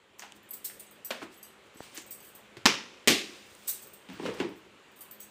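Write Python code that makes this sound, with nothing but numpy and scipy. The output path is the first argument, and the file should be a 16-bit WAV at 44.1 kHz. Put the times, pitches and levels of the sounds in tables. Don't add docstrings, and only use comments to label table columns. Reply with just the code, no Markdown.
import sys
import numpy as np
from scipy import signal
from scipy.io import wavfile
from scipy.ndimage import uniform_filter1d

SR = 44100
rng = np.random.default_rng(int(sys.argv[2]) if len(sys.argv) > 2 else 0)


def convert_level_to_amplitude(level_db):
    exponent = np.asarray(level_db, float) / 20
    return 10 ** exponent


def master(y):
    cut = np.clip(np.atleast_2d(y).T, -1, 1)
    pcm = np.round(cut * 32767)
    wavfile.write(sys.argv[1], SR, pcm.astype(np.int16))


N = 234095

# frequency in Hz, level in dB per Hz.
AIR_COLOUR = [(15, -55), (25, -8.5), (195, -8.5), (256, -6.5), (384, -5), (560, -4.5), (659, -10),
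              (1020, -8), (1700, -10), (3080, -10.5), (5570, -26), (7310, -21.5), (9070, -29.5),
              (14800, -39), (16000, -33)]
# time in seconds, level in dB.
AIR_LEVEL = [(0, -67), (.17, -65.5), (.21, -62), (1.5, -61), (2.999, -60), (4.6, -61.5), (5.31, -60.5)]
# frequency in Hz, width in Hz, level in dB.
HUM_LINES = [(207.1, 5.3, -71), (375.5, 22, -71), (458, 26.9, -82)]
# frequency in Hz, t60 in seconds.
KITCHEN_T60 = [(80, 0.35), (250, 0.34), (1000, 0.3), (3000, 0.35), (7000, 0.3), (12000, 0.2304),
               (16000, 0.15)]

# frequency in Hz, level in dB.
ARMFUL_MODES = [(4600, -20), (5790, -16), (6540, -11), (7750, -6), (8000, -1), (8400, -6), (8700, -5),
                (9100, -18), (9600, -17), (10270, -11), (10920, -4), (12600, -4), (12900, -9), (13320, 6),
                (13720, -7), (14200, -21), (14600, -11), (15000, -4.5), (15300, -1)]
# start in seconds, peak level in dB, time to swell in seconds,
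# treble in dB per octave, grit in dB.
ARM_SHAKES = [(.184, -41, 0.0091, -14, -9), (.531, -33.5, 0.0076, -1, -2.5), (0.642, -25, 0.0095, 1, -0.5),
              (0.794, -42, 0.0067, 3.5, 3), (1.047, -42, 0.011, -3, 2.5), (1.943, -42, 0.0059, -3, -4.5),
              (2.104, -32.5, 0.015, -10, -5), (2.215, -49, 0.0445, 0.5, 6.5),
              (2.348, -48.5, 0.00634, 2.5, 5), (3.670, -18, 0.022, -1, -1.5),
              (3.814, -41.5, 0.014, -16, -0.5), (3.93, -48, 0.0073, 17, 1.5), (4.485, -62, .006, 1, 2),
              (4.55, -66, .02, 2, 7), (4.912, -63, 0.0043, 3, -1), (4.954, -51.5, 0.014, -4, 1),
              (5.108, -46.5, 0.0063, -7, -4), (5.005, -36, 0.012, 4.5, -6.5),
              (5.194, -37.5, 0.017, -14, -5.5)]
# frequency in Hz, level in dB.
BANGLE_MODES = [
    [(4780, -9), (5790, -9), (6350, -10), (7980, 0), (9150, -8), (10270, -17), (12570, 0.5), (12900, 6),
     (13000, -12), (14670, 2), (14780, -11)],
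    [(6560, -7.5), (7800, -2), (8550, 4), (8660, -21.5), (10940, -4), (13660, -3.5), (13760, -2),
     (15000, -8), (15360, 0)],
    [(6600, -11), (7470, -19), (8290, 2), (8390, -16), (8690, 3.5), (13340, 2.5), (13830, -5),
     (14280, -2.5), (15200, 2.5)],
    [(4700, -11), (7930, -4), (9050, 2), (9890, -9), (10600, -8.5), (12850, 0.5), (14280, -3), (14520, -2),
     (15000, -6)],
]
# start in seconds, level of low modes in dB,
# level of high modes in dB.
BANGLE_CLINKS = [
    [(.648, -59, -56.5), (.7406, -55, -61), (.9222, -64, -65), (1.0475, -44.5, -45), (1.0746, -55, -52),
     (1.3644, -79, -66), (1.3754, -63, -69.5), (1.429, -46.5, -50.5), (1.7446, -71, -67.5),
     (1.7702, -56, -68), (2.2034, -52, -65)],
    [(.8669, -61, -85), (.911, -62, -56), (1.3414, -61.5, -64), (1.4514, -61, -66.5), (1.83, -62, -64),
     (2.0639, -61, -54), (2.108, -48, -40), (2.1394, -53, -55.5), (2.273, -60, -64), (2.351, -65, -55),
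     (5.2026, -64, -46), (5.2291, -52, -58)],
    [(.536, -68.5, -46), (1.9455, -70, -58), (2.0144, -69, -62), (2.2241, -72, -59.5), (3.82, -71, -59),
     (3.8694, -57, -55.5), (3.9367, -60.5, -63), (4.13, -87.5, -68)],
    [(.4293, -76, -67), (.4888, -56, -59), (.5082, -47.5, -40.5), (.538, -50.5, -65), (.645, -59, -66),
     (.796, -52.5, -50), (4.9894, -62, -59), (5.0075, -51, -48.5), (5.1114, -62, -42)],
]
# frequency in Hz, level in dB per Hz.
GLASS_GRIT = [(880, -52), (1500, -24), (3120, -23), (3660, -14), (5330, -14), (7170, -11.5), (8240, -1.5),
              (11700, -15.5), (14600, 2.5), (16000, -12.5)]

# start in seconds, crack in dB, hollow in dB,
# hollow frequency in Hz, treble in dB per octave.
COUNTER_KNOCKS = [(.195, -38.5, -48.5, 6140, -1), (.2218, -32, -61, 1700, -1), (.235, -38, -53, 870, -4.5),
                  (.6995, -42, -57.5, 1850, 1), (1.1057, -23, -37.5, 563, 2), (1.108, -62, -48, 247, -3),
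                  (1.1102, -21.5, -46.5, 444, -3), (1.218, -32, -52, 336, -11),
                  (1.2255, -31.5, -43.5, 350, -9.5), (1.2342, -53, -49, 235, 10),
                  (1.9756, -58, -45, 7050, -6), (1.978, -31.5, -49, 323, 5), (2.567, -71, -53, 116, -9),
                  (2.569, -36, -49, 354, 0.5), (3.687, -37.5, -83, 1200, -2)]
# start in seconds, crack in dB, hollow in dB,
# hollow frequency in Hz, treble in dB per octave.
SHELF_KNOCKS = [(4.0883, -39.5, -51, 221, -.5), (4.099, -40.5, -45.5, 237.5, 0),
                (4.1697, -53, -56, 296, -6), (4.1979, -36, -37, 327, -7.5), (4.233, -42, -37, 303, -23),
                (4.2538, -29.5, -35.5, 470, -6.5), (4.2616, -26, -40.5, 455, -3.5),
                (4.2858, -34, -37.5, 464, -16), (4.3, -37, -71, 400, -3), (4.34, -42, -53, 890, 6),
                (4.4012, -22, -29, 338, -3), (4.428, -40, -43.5, 408, -10), (4.452, -47, -39.5, 348, -6)]
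# frequency in Hz, level in dB relative to the hollow.
SHELF_BOARD = [(113, -19), (196, -8.5), (914, -14.5)]
# frequency in Hz, level in dB per Hz.
WALL_CRACK = [(410, -21), (700, -5), (1440, -2), (2770, -1.5), (3890, -6.5), (8210, -17), (11700, -26.5),
              (15000, -22), (16000, -53)]

# start in seconds, peak level in dB,
# frequency in Hz, length in cycles.
CLOSE_TICKS = [
    (0.3222, -33.5, 3070, 4.3),
    (0.322, -33, 7400, 2.7),
    (1.757, -42, 296, 2.44),
    (1.8052, -21.5, 434, 0.87),
    (1.8048, -36, 1500, 2.9),
    (3.513, -55, 91, 2.5),
    (3.551, -35, 8300, 3.9),
]

# peak time in seconds, swell in seconds,
# fade in seconds, peak level in dB, treble in dB per octave.
RUB_STROKES = [(.365, 0.026, 0.031, -52, 8.5), (1.228, .03, 0.045, -41.5, -2),
               (1.33, 0.044, 0.067, -53.5, 3), (1.67, .05, .03, -62.5, 7), (1.84, 0.1, 0.18, -46.5, 1),
               (1.972, 0.055, .06, -39, 0.5), (2.6, 0.099, 0.125, -70, -10), (3.33, 0.1485, 0.4, -50.5, -1),
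               (3.519, .3, 0.9, -56, 6), (3.68, 0.13, 0.018, -48.5, 4), (4.13, 0.073, 0.55, -47, -4.5),
               (4.265, .12, 0.13, -39.5, -3), (4.4, 0.092, 0.016, -39.5, -4.5)]
# frequency in Hz, level in dB per Hz.
RUB_COLOUR = [(180, -6), (400, -9.5), (1300, -1.5), (3000, 1), (7000, -6.5), (8500, -4.5), (11700, -20),
              (15000, -12), (16500, -15.5)]

# start in seconds, peak level in dB, room in dB.
LID_SNAPS = [
    (2.6561, -2, -0.5),
    (3.075, -2, 3),
]
# frequency in Hz, level in dB per Hz.
SNAP_COLOUR = [
    [(35, -32), (60, -23), (240, -0.5), (412, -2), (796, -10.5), (895, -1.5), (1240, -5), (1370, -2.5),
     (1470, -6), (2400, -1.5), (4000, -7.5), (5500, -5), (9610, -24.5), (15000, -30), (16500, -50.5)],
    [(35, -42), (60, -31), (358, -0.5), (559, -15), (777, -13), (938, -22.5), (1160, -15), (1330, -21),
     (2040, -10), (3500, -11.5), (5870, -16), (8540, -20), (10300, -26), (14700, -25), (16500, -38)],
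]
# delay in seconds, level in dB.
SNAP_ECHOES = [
    [(.0012, -1.5), (.0052, 5), (.0075, -11), (.0145, -4)],
    [(.0048, -3), (.0068, -7.5), (.0085, -1.5), (.0125, -12)],
]
# frequency in Hz, t60 in seconds, level in dB.
LID_HOLLOW = [
    (268.6, 0.062, -15.5),
    (314, 0.078, -18),
]


def evened(x):
    return x / np.sqrt(np.mean(x ** 2) + 1e-20)


def read(points, hz):
    f, value = np.transpose(points)
    return np.interp(np.log(hz + 1), np.log(f + 1), value)


def add(mix, s, sound):
    part = mix[round(s * SR):][:len(sound)]
    part += sound[:len(part)]


def coloured(x, points, tilt_db=0):
    hz = np.abs(np.fft.fftfreq(4096, 1 / SR))
    gain_db = read(points, hz) + tilt_db * np.log2(hz / 3000 + 0.16)
    log_gain = np.log(convert_level_to_amplitude(np.maximum(gain_db, -100)))
    taps = np.fft.ifft(np.exp(signal.hilbert(log_gain).conj())).real[:2048]
    return signal.oaconvolve(x, taps / np.linalg.norm(taps))[:len(x)]


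def resonate(x, hz, width):
    return signal.lfilter(*signal.iirpeak(hz, hz / width, SR), x)


def burst(decay_s, rattle=0.21, size=4000):
    x = rng.standard_normal(size) * np.exp(-np.arange(size) / SR / decay_s) * rattle
    x[0] = 1
    return x / np.linalg.norm(x)


def room(x):
    taps = rng.standard_normal(SR) * (rng.random(SR) < .3)
    hz, t, z = signal.stft(taps, SR, nperseg=256)
    fall_db = -60 * t / read(KITCHEN_T60, hz)[:, None]
    z /= np.sqrt(np.average(abs(z) ** 2, axis=1, weights=convert_level_to_amplitude(-260 * t)))[:, None]
    next_door = convert_level_to_amplitude(-26.5 + 0.26 * fall_db)
    tail = signal.istft(z * (convert_level_to_amplitude(fall_db) + next_door), SR, nperseg=256)[1]
    tail *= np.clip(np.arange(len(tail)) / SR / 0.0044 - .3, 0, 1)
    return signal.fftconvolve(x, tail / np.linalg.norm(tail))


def air():
    frames, hz = N // 256 + 5, np.fft.rfftfreq(1024, 1 / SR)
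    a, b, patches = rng.standard_normal((frames, 513, 3)).T
    patches = evened(uniform_filter1d(uniform_filter1d(patches, 10, 0), 12, 1))
    patchy_db = 1.2
    gain = convert_level_to_amplitude(read(AIR_COLOUR, hz)[:, None] + patchy_db * patches)
    wash = evened(signal.istft((a + 1j * b) * gain, nperseg=1024, noverlap=768)[1][:N])
    hum = sum(convert_level_to_amplitude(db) * evened(resonate(rng.standard_normal(N), f, width)) for f, width, db in HUM_LINES)
    s, level_db = np.transpose(AIR_LEVEL)
    drift = convert_level_to_amplitude(np.interp(np.arange(N) / SR, s, level_db + 61.5))
    return (convert_level_to_amplitude(-58) * wash + hum) * drift


def ring(hz, db, size, rise_s=0.00033):
    hz, db, t = np.c_[hz], np.c_[db], np.arange(size) / SR
    luck = rng.standard_normal((2, len(hz), 1))
    beat = 1 + 0.67 * np.cos(2 * np.pi * (40 * luck[0] * t + luck[1]))
    t60 = 0.08 * (8000 / hz) ** 0.15
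    modes = convert_level_to_amplitude(db - 60 * t / t60) * beat * np.sin(2 * np.pi * hz * t)
    return modes.sum(0) * np.minimum(t / rise_s, 1)


def bangles():
    tones, grit = np.zeros((2, N))
    split_hz, uneven_db = 11800, 2.5
    for modes, clinks in zip(BANGLE_MODES, BANGLE_CLINKS):
        hz, share_db = np.transpose(modes)
        for s, low_db, high_db in clinks:
            touch_db = np.where(hz < split_hz, low_db, high_db)
            db = share_db + touch_db + uneven_db * rng.standard_normal(len(hz))
            add(tones, s, ring(hz, db, size=7000))
            add(tones, s + rng.uniform(0.0066, .025), ring(hz, db - 20.5, size=7000))
            add(grit, s, convert_level_to_amplitude(max(low_db, high_db) + 15.5) * burst(0.0047, rattle=0.34))
    hz, share_db = np.transpose(ARMFUL_MODES)
    for s, db, swell_s, tilt, grit_db in ARM_SHAKES:
        mode_db = db - 22.5 + share_db + tilt * np.log2(hz / 11000)
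        for u in np.linspace(.05, 2.6, num=22):
            swell = u * np.exp(-u ** 2 / 1.42)
            luck = rng.standard_normal((3, len(hz)))
            at = s + swell_s * (u + .08 * luck[2, 0])
            add(grit, at, convert_level_to_amplitude(db + 17 + grit_db) * swell * burst(0.0075, rattle=0.16))
            pitch = np.minimum(hz * (1 + 0.0154 * luck[0]), 15550)
            add(tones, at, swell * ring(pitch, mode_db + 3.3 * luck[1], size=5000))
    out = tones + coloured(grit, GLASS_GRIT)
    return out + convert_level_to_amplitude(-3.0) * room(out)[:N]


def hollow(x, hz):
    y = x
    for relative_width in (.5, 0.37, 1.15):
        y = resonate(y, hz, relative_width * hz)
    return y / np.linalg.norm(y)


def knocks(rows, room_db, board=()):
    out = np.zeros(N)
    for s, db, hollow_db, hz, tilt in rows:
        rattle, blow = burst(0.006), burst(.003, rattle=0)
        answer = sum(convert_level_to_amplitude(under_db) * hollow(blow, f) for f, under_db in board)
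        body = convert_level_to_amplitude(hollow_db + 29.0) * (hollow(blow, hz) + answer)
        add(out, s, convert_level_to_amplitude(db + 13.5) * coloured(rattle, WALL_CRACK, tilt) + body)
        into_room = convert_level_to_amplitude(db + 15) * coloured(blow, WALL_CRACK, tilt) + body
        add(out, s, convert_level_to_amplitude(room_db) * room(into_room))
    return out


def ticks():
    out = np.zeros(N)
    for s, db, hz, cycles in CLOSE_TICKS:
        turns = np.arange(0, cycles, hz / SR)
        envelope = np.minimum(turns / 0.365, 1) * (1 - turns / cycles)
        add(out, s, convert_level_to_amplitude(db) * np.cos(2 * np.pi * turns) * envelope)
    return out


def rubs():
    out = np.zeros(N)
    ends_db = -20
    for s, swell, fade, db, tilt in RUB_STROKES:
        t = np.arange(-swell, fade, 1 / SR)[:SR]
        slips = rng.standard_normal(SR) * convert_level_to_amplitude(2.8 * np.minimum(rng.exponential(1, SR), 5))
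        pressure_db = ends_db * np.where(t < 0, -t / swell, t / fade)
        friction = evened(coloured(slips, RUB_COLOUR, tilt))[:len(t)]
        add(out, s - swell, convert_level_to_amplitude(db - 5 + pressure_db) * friction)
    return out + convert_level_to_amplitude(-20.5) * room(out)[:N]


def snaps():
    out, t = np.zeros(N), np.arange(SR // 2) / SR
    for snap, colour, echoes, lid in zip(LID_SNAPS, SNAP_COLOUR, SNAP_ECHOES, LID_HOLLOW):
        s, db, room_db = snap
        hz, t60, lid_db = lid
        for late, echo_db in [(0, 0.0061)] + echoes:
            add(out, s + late, convert_level_to_amplitude(db + 8.5 + echo_db) * coloured(burst(0.0018, rattle=0.22), colour))
        add(out, s, convert_level_to_amplitude(db + lid_db - 60 * t / t60) * np.sin(2 * np.pi * hz * t))
        add(out, s, convert_level_to_amplitude(db + 12.0 + room_db) * room(coloured(burst(.001, rattle=0), colour)))
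    return out


def scene():
    counter = knocks(COUNTER_KNOCKS, room_db=-4)
    shelf = knocks(SHELF_KNOCKS, room_db=-1.5, board=SHELF_BOARD)
    return (air() + bangles() + counter + shelf + ticks() + rubs() + snaps())[None]


def roll_off(x):
    return signal.sosfilt(signal.butter(12, 16820, fs=SR, output="sos"), x)


def record(dry):
    thin = signal.sosfilt(signal.butter(2, 70, "high", fs=SR, output="sos"), dry)
    edge = signal.firwin(511, 15550, window=("kaiser", 4), fs=SR)
    return roll_off(signal.oaconvolve(thin, edge[None], "same"))


dry = scene()
out = record(dry)
master(out)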